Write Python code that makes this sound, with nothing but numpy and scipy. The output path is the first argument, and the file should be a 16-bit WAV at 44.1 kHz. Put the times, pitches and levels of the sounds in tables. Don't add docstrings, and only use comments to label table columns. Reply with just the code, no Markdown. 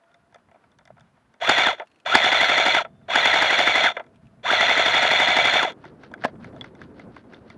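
import sys
import numpy as np
from scipy import signal
from scipy.fft import rfft, irfft
from scipy.io import wavfile

SR = 44100
rng = np.random.default_rng(int(sys.argv[2]) if len(sys.argv) > 2 else 0)


def unload_audio(sound):
    columns = np.transpose(np.atleast_2d(sound))
    steps = np.round(np.clip(columns, -1, 1) * 32767)
    wavfile.write(sys.argv[1], SR, steps.astype(np.int16))


def how_loud(loudness_db):
    steps = np.asarray(loudness_db, float) / 20
    return 10 ** steps


N = 333837

# pawl click t/s, scrape level/dB, pawl level/dB
WHEEL_STROKES = [(5.8521, -57.5, -30), (6.0343, -58, -29.5), (6.241, -50.5, -45), (6.4433, -57.5, -25),
                 (6.563, -68, -34.5), (6.6418, -58.5, -25.5), (6.8153, -58.5, -27), (6.995, -59, -29),
                 (7.164, -59, -30), (7.3344, -59, -30.5), (7.5001, -60, -26.5)]
# t/s, peak level/dB
RATCHET_CLICKS = [
    (1.8716, -46.5),
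    (1.915, -50.5),
    (1.9589, -51),
    (2.0005, -47.5),
    (4.158, -50.5),
    (4.2689, -52),
]


def resonance(x, hz, width_hz):
    r = np.exp(-np.pi * width_hz / SR)
    poles = [1, -2 * r * np.cos(2 * np.pi * hz / SR), r * r]
    return signal.lfilter(np.array([1, 0, -1]) * (1 - r * r) / 2, poles, x)


def ring(clicks, hz, t60):
    r = how_loud(-60 / (t60 * SR))
    w = 2 * np.pi * hz / SR
    return signal.lfilter([0, np.sin(w)], [1, -2 * r * np.cos(w), r * r], clicks + 1e-18)


def blow(clicks, hz, t60):
    return resonance(ring(clicks, hz, t60), hz, hz)


def train(times, gains):
    out = np.zeros(N)
    places = np.clip((np.asarray(times) * SR).astype(int), 0, N - 1)
    np.add.at(out, places, gains)
    return out


def dying(clicks, t60):
    return signal.lfilter([1], [1, -how_loud(-60 / (t60 * SR))], clicks + 1e-18)


def band(x, low_hz, high_hz):
    return signal.sosfilt(signal.butter(2, [low_hz, high_hz], "band", fs=SR, output="sos"), x)


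def drift(rate):
    r = np.exp(-2 * np.pi * rate / SR)
    slow = signal.lfilter([1], [1, -2 * r, r * r], rng.standard_normal(N + SR))[SR:]
    return slow / slow.std()


def coloured(spectrum):
    hz, level_db = np.transpose(spectrum)
    grid = np.maximum(np.fft.rfftfreq(N, 1 / SR), 1)
    gain = how_loud(np.interp(np.log(grid), np.log(hz), level_db))
    out = irfft(rfft(rng.standard_normal(N)) * gain, N)
    return out / out.std()


def body(force):
    # f/Hz, width/Hz, level/dB
    shell_modes = [(660, 136.6, 2.5), (810, 190, 0), (917, 129, 0.5), (1327, 80, 1.5), (1585, 336, -2),
                   (2056, 93, 2.5), (2316, 213, -3.5), (2943, 300, -7), (3323, 118, 1.5), (3550, 104.5, 3),
                   (4170, 245, -10.5)]
    # f/Hz, width/Hz, level/dB
    fittings = [(5913, 860, -22), (5830, 170, -39.5), (6630, 380, -21.5), (7200, 350, -27),
                (8100, 180, -37.5), (8300, 410, -36), (9770, 800, -38)]
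    rung = sum((-1) ** k * how_loud(db) * resonance(force, hz, width) for k, (hz, width, db) in enumerate(shell_modes))
    shell = signal.sosfilt(signal.butter(4, 4600, fs=SR, output="sos"), band(rung, 350, 10000))
    metal = sum(how_loud(db) * resonance(resonance(force, hz, width), hz, width) for hz, width, db in fittings)
    return shell + metal


def air():
    # t/s, gust level/dB, grip level/dB
    weather = [(0, -84, -77.5), (.2, -72, -76), (.7, -69.5, -72), (.88, -63, -76.5), (1.06, -61, -76.5),
               (1.39, -76, -74), (2.04, -76, -69.5), (2.88, -59, -62.5), (3.07, -59.5, -70),
               (4.04, -67.5, -61), (4.19, -59, -69.5), (4.42, -60, -65.5), (5.76, -54, -52),
               (6.09, -59, -52.5), (6.4, -49, -50.5), (7.054, -53.5, -50.5), (7.176, -57, -56.5),
               (7.57, -55.5, -53)]
    # f/Hz, level/dB per Hz
    buffet = [(15, -8), (40, -8), (90, 0), (150, 1.5), (230, -0.5), (330, -19), (600, -53)]
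    # f/Hz, level/dB per Hz
    rub = [(120, -29.5), (220, -1), (330, -2), (550, -8), (850, -17), (1500, -24), (4000, -58.5)]
    # f/Hz, level/dB per Hz
    field = [(150, -20.5), (350, -10.5), (670, -2.5), (1500, -5), (2200, -13), (3200, -18), (5000, -25.5),
             (12000, -53.5)]
    s, buffet_db, rub_db = np.transpose(weather)
    field_db = -70.5 + 0.03 * (rub_db - rub_db.mean())
    t = np.arange(N) / SR
    out = 0
    layers = ((buffet_db, 2.5, 14, buffet), (rub_db, 2.5, 20, rub), (field_db, 1.5, 15, field))
    for level_db, lump_db, lump_hz, spectrum in layers:
        level = how_loud(np.interp(t, s, level_db) + lump_db * drift(lump_hz))
        out = out + level * coloured(spectrum)
    return out


def hums():
    # start t/s, end t/s, f/Hz, level/dB
    singing = [
        (0.054, 0.152, 1410, -71),
        (.18, 0.256, 1420, -76),
        (0.005, 0.332, 682, -75),
        (2.86, 3.062, 3550, -82),
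        (2.867, 3.075, 660, -69),
        (4.03, 4.401, 660, -70),
        (1.87, 2.04, 4300, -86),
        (6.523, 6.581, 667, -45),
    ]
    t = np.arange(N) / SR
    noise = rng.standard_normal(N)
    out = 0
    for start, end, hz, db in singing:
        fade = np.interp(t, [start, start + 0.011, end - .015, end], [0, 1, 1, 0])
        out = out + how_loud(db + 31.0) * fade * resonance(resonance(noise, hz, 35), hz, 35)
    return out


def ticks():
    # t/s, peak level/dB, bright part level/dB
    crisp = [(.0353, -45.5, -28), (0.115, -51, -7), (.1426, -41.5, -7), (.3242, -45, -15),
             (.3441, -33, -7.5), (.3574, -37.5, -13), (.3834, -48, -21), (.5132, -41.5, -17),
             (.6389, -43, -23), (.7168, -50, -6), (.7866, -37.5, -7), (.853, -40, -2), (.8749, -37, -10),
             (0.9962, -58, 9), (1.0071, -42.5, -5), (1.0695, -53, -17), (1.3397, -39.5, -11),
             (4.395, -52, -30), (4.0394, -41, -15), (4.0637, -43, -9), (5.721, -32, -8), (5.9165, -53, -14),
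             (6.115, -42.5, -7), (6.222, -32, -12), (6.1384, -25.5, -10), (6.1759, -45, -21),
             (6.3545, -43, -20), (6.4243, -46, -17), (6.6099, -27.5, -26), (6.7506, -38, -10),
             (6.9416, -50, -12)]
    # t/s, peak level/dB
    dull = [(.4848, -55), (.5432, -51), (.5574, -58), (.8076, -56), (.9018, -54), (.9664, -53),
            (.9777, -51), (1.1694, -58), (1.3594, -64), (3.0134, -56.5), (5.8396, -38.5), (6.2794, -38.5),
            (6.4058, -50), (6.5261, -49), (6.9002, -56), (7.2384, -53)]
    # t/s, peak level/dB
    backlash = [
        (1.4142, -30),
        (1.7804, -40),
        (1.7968, -21),
        (1.8174, -33),
        (2.8479, -27),
        (3.0839, -30),
        (3.9669, -17.5),
        (3.9958, -25),
    ]
    tongue = [(s, db - 9) for s, db in RATCHET_CLICKS]
    pawl = []
    for s, scrape_db, db in WHEEL_STROKES:
        pawl += [(s, db), (s + .026, db - 20)]
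    # events, low part dB, bright part dB
    kinds = ((dull, 7, -13), (backlash, 4.5, -26), (tongue, -13, -17), (pawl, -21, -15))
    rows = [(s, db, -8, bright_db) for s, db, bright_db in crisp]
    for events, low_db, bright_db in kinds:
        rows += [(s, db, low_db, bright_db) for s, db in events]
    return np.array(rows)


def handling():
    s, peak_db, low_db, bright_db = ticks().T
    noise = rng.standard_normal(N)
    low = band(noise * dying(train(s, how_loud(peak_db + low_db + 9)), 0.062), 305, 1160)
    middle = band(noise * dying(train(s, how_loud(peak_db + 4.5)), 0.021), 730, 2280)
    bright = band(noise * dying(train(s, how_loud(peak_db + bright_db + 11.0)), 0.014), 2400, 6100)
    middle += band(train(s, how_loud(peak_db + 16)), 600, 1900)
    through_body = body(low + middle + how_loud(-1.0) * bright)
    return through_body + how_loud(-21) * middle + how_loud(-17.5) * bright


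def latch():
    # t/s, level/dB
    cracks = [
        (6.238, -25.5),
        (6.244, -15.5),
        (6.248, -19.5),
        (6.254, -17.5),
    ]
    # t/s after the first crack, f/Hz, level/dB, t60/s
    catch_rings = [
        (-.016, 1500, -42, .015),
        (.001, 1670, -15, .008),
        (.002, 700, -22, 0.035),
        (.007, 1490, -24, .011),
        (.011, 248, -21, 0.033),
        (0.012, 720, -1.5, 0.0045),
        (.016, 1020, -18.5, .021),
        (.014, 1670, -18.5, 0.027),
        (.024, 637, -24.5, 0.05),
    ]
    # t/s, f/Hz, level/dB, t60/s
    pins = [(.358, 635, -40, 0.014), (.515, 684, -49, 0.04), (.558, 675, -45.5, 0.036),
            (.904, 650, -36, 0.021), (4.503, 1414, -8, 0.0094), (6.115, 958, -39.5, 0.022),
            (6.139, 1520, -29.5, 0.017), (6.611, 3400, -27.5, .029), (6.611, 5650, -55, 0.017),
            (7.166, 1070, -37, 0.022), (7.345, 3560, -42.5, 0.016)]
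    s, db = np.transpose(cracks)
    crackle = band(rng.standard_normal(N) * dying(train(s, how_loud(db)), 0.021), 810, 2800)
    pings = [(s[0] + lag, hz, level_db, t60) for lag, hz, level_db, t60 in catch_rings] + pins
    return crackle + sum(blow(train([at], how_loud(level_db)), hz, t60) for at, hz, level_db, t60 in pings)


def motor():
    # share of wind-up 0-1, mesh f/Hz, effort level/dB
    spin_up = [(0, 300, -48), (.19, 630, -28.5), (.42, 1120, -25), (.76, 1420, -22), (1, 2065, -18)]
    # share of coast 0-1, mesh f/Hz, effort level/dB
    run_down = [(0, 2130, -18), (.24, 1630, -19), (.5, 1150, -24), (.78, 660, -30), (1, 400, -40)]
    # share of creep 0-1, mesh f/Hz, effort level/dB
    creep_back = [(.08, 380, -52), (.45, 300, -49), (1, 200, -80)]
    # pull t/s, full speed t/s, eagerness (1 = usual)
    pulls = [
        (1.4, 1.505, 1.0),
        (2.05, 2.17, 1.45),
        (3.08, 3.175, 1.0),
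        (4.429, 4.525, 1.0),
    ]
    # let go t/s, stall t/s, braking (1 = usual), creep after stall t/s
    stops = [
        (1.64, 1.748, .8, .095),
        (2.755, 2.83, .9, .03),
        (3.85, 3.922, .9, .11),
        (5.585, 5.722, 1.9, .014),
    ]
    bursts = []
    for (pull, full, eager), (free, stall, brake, creep) in zip(pulls, stops):
        phases = ((pull, full - pull, eager, spin_up), (free, stall - free, brake, run_down),
                  (stall, creep, 1, creep_back))
        bursts.append([(start + share ** bend * length, hz, db)
                       for start, length, bend, shape in phases for share, hz, db in shape])
    return bursts


def releases():
    # t/s, slam level/dB
    lone_shots = [
        (1.491, -20),
        (2.149, -16.5),
        (3.154, -26.5),
        (4.51, -28),
        (5.626, -26),
    ]
    # first t/s, last t/s, slam level/dB
    volleys = [
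        (1.581, 1.666, -28.5),
        (2.24, 2.744, -27),
        (3.253, 3.838, -27),
        (4.605, 5.534, -27),
    ]
    cycle_s = .0842
    shots = list(lone_shots)
    for first, last, db in volleys:
        count = round((last - first) / cycle_s) + 1
        shots += [(s, db) for s in np.linspace(first, last, count)]
    return np.array(sorted(shots))


def gearbox():
    # t/s after release, speed change/%, tooth tone, overtone, rattle level/dB
    load = [
        (0, -2, 1, -6, 0),
        (.012, 4, -3, -8, 0),
        (.035, 8, -2, -5, 0),
        (.047, 6, -1, -1, -1),
        (.058, 0, -9, 2, -2.5),
        (.071, -6, -10, -3, -4),
        (.076, -7, 2, -7, -1.5),
    ]
    # multiple of mesh, level/dB running up or down, level/dB at full speed
    teeth = [(1, 0.5, -3), (2, -8.5, -3.5), (3, -15, -9.5)]
    t = np.arange(N) / SR
    bursts = motor()
    mesh = np.interp(t, *np.concatenate(bursts).T[:2])
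    effort = sum(how_loud(np.interp(t, s, db, left=-200, right=-200)) for s, hz, db in map(np.transpose, bursts))
    fired = releases()[:, 0]
    since = t - fired[np.maximum(np.searchsorted(fired, t) - 1, 0)]
    after, change, tone_db, over_db, rattle_db = np.transpose(load)
    loaded = (np.abs(since) < .1) * np.clip(mesh / 600 - 2.5, 0, 1)
    ripple = loaded * np.interp(since, after, change) / 100
    turns = np.cumsum(mesh * (1 + ripple + .011 * drift(100))) / SR

    tone = 0
    for k, slow_db, fast_db in teeth:
        cycle_db = np.interp(since, after, over_db if k == 2 else tone_db)
        uneven_db = np.minimum((4 + 1.5 * loaded) * drift(80), 5)
        level_db = slow_db + loaded * (fast_db - slow_db + cycle_db) + uneven_db
        tone = tone + how_loud(level_db) * np.sin(2 * np.pi * k * turns)
    tone *= effort

    strength = how_loud(2.3 * np.minimum(rng.exponential(1, N), 5))
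    knocks = strength * rng.choice([-1, 1], N) * (rng.random(N) < 7000 / SR)
    wobble = 1 + 0.24 * np.sin(2 * np.pi * turns / 11.5) + 0.18 * np.sin(2 * np.pi * turns / 30)
    level_db = 8.5 + loaded * np.interp(since, after, rattle_db) + 0.65 * drift(40)
    rattle = effort * knocks / knocks.std() * wobble * how_loud(level_db)

    fizz = rattle * np.clip(drift(9) + .3, 0, 1)
    glints = how_loud(-32) * resonance(resonance(fizz, 11250, 450), 11250, 450)
    shake = how_loud(-19.0) * band(rattle, 75, 320)
    airborne = how_loud(-17) * band(tone, 250, 2500)
    return glints + shake + body(rattle + tone * wobble) + airborne


def piston():
    # t/s after release, f/Hz, level/dB, t60/s
    contacts = [(-.009, 700, 3, .012), (-.004, 330, -4, .012), (.001, 1750, 10, .007), (.003, 330, 3, .014),
                (.004, 850, 11, .014), (.006, 140, -15, .03), (.005, 205, -3, .022), (.009, 1400, 7, .008),
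                (.005, 1600, 12, .009), (.022, 430, 5, .012), (.024, 740, 9, .035)]
    # t/s after release, level/dB, t60/s
    air_cracks = [
        (.001, 0, 0.013),
        (.0045, 1.5, 0.013),
        (0.022, -9, .012),
    ]
    fired, slam_db = releases().T
    slam_db = slam_db + 1.5 * rng.standard_normal(len(fired))
    blows, hiss = 0, 0
    for lag, hz, db, t60 in contacts:
        size_db = np.where(lag < .02, slam_db, -26.5)
        chance = rng.normal(0, 1, (len(fired), 2))
        times = fired + lag + 0.0004 * chance[:, 0]
        blows = blows + blow(train(times, how_loud(size_db + db + 0.5 * chance[:, 1])), hz, t60)
    for lag, db, t60 in air_cracks:
        hiss = hiss + dying(train(fired + lag, how_loud(slam_db + db + 22.5)), t60)
    hiss *= rng.standard_normal(N)
    snap = how_loud(-18) * band(hiss, 4000, 5400)
    snap += how_loud(-19.5) * resonance(hiss, 6760, 500)
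    snap += how_loud(-42.0) * band(hiss, 7200, 11000)
    landing = train(fired + .003, how_loud(slam_db + 25))
    snap += band(band(landing, 500, 4500), 500, 4500)
    return how_loud(2.0) * blows + how_loud(-8.5) * body(hiss) + snap


def ratchet():
    s, db = np.transpose(RATCHET_CLICKS)
    touches = train(s, how_loud(db)) + train(s - .0135, how_loud(db - 8))
    scrape = rng.standard_normal(N) * dying(touches, 0.033)
    return how_loud(-6 + 9.5) * resonance(scrape, 2580, 580)


def feed_wheel():
    # f/Hz, level/dB per Hz
    scrape = [(300, -8), (700, -6), (1500, 8.5), (2300, -1.5), (4500, -5.5), (6500, -22), (7500, -71.5),
              (11000, -46)]
    lag_s, rise_s, fall_s = 0.012, 0.044, 0.035
    t = np.arange(N) / SR - lag_s
    swell = 0
    for s, db, pawl_db in WHEEL_STROKES:
        width_s = np.where(t < s, rise_s, fall_s)
        swell = swell + how_loud(db) * np.exp(-((t - s) / width_s) ** 2)
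    grit = how_loud(3 * drift(200))
    return swell * coloured(scrape) * grit


def scene():
    between_bursts = air() + hums() + handling() + latch()
    firing = gearbox() + piston()
    return (between_bursts + firing + ratchet() + feed_wheel())[None]


def band_limit(x):
    return signal.sosfilt(signal.butter(12, 12710, fs=SR, output="sos"), x)


def record(dry):
    ceiling, self_noise_db = 1.03, -80
    heard = ceiling * np.tanh(1.371 * dry / ceiling)
    heard = heard + how_loud(self_noise_db) * rng.standard_normal(dry.shape)
    heard = signal.sosfilt(signal.butter(2, 55, "high", fs=SR, output="sos"), heard)
    heard = signal.sosfilt(signal.cheby2(10, 50, 12500, fs=SR, output="sos"), heard)
    return band_limit(heard)


dry = scene()
out = record(dry)
unload_audio(out)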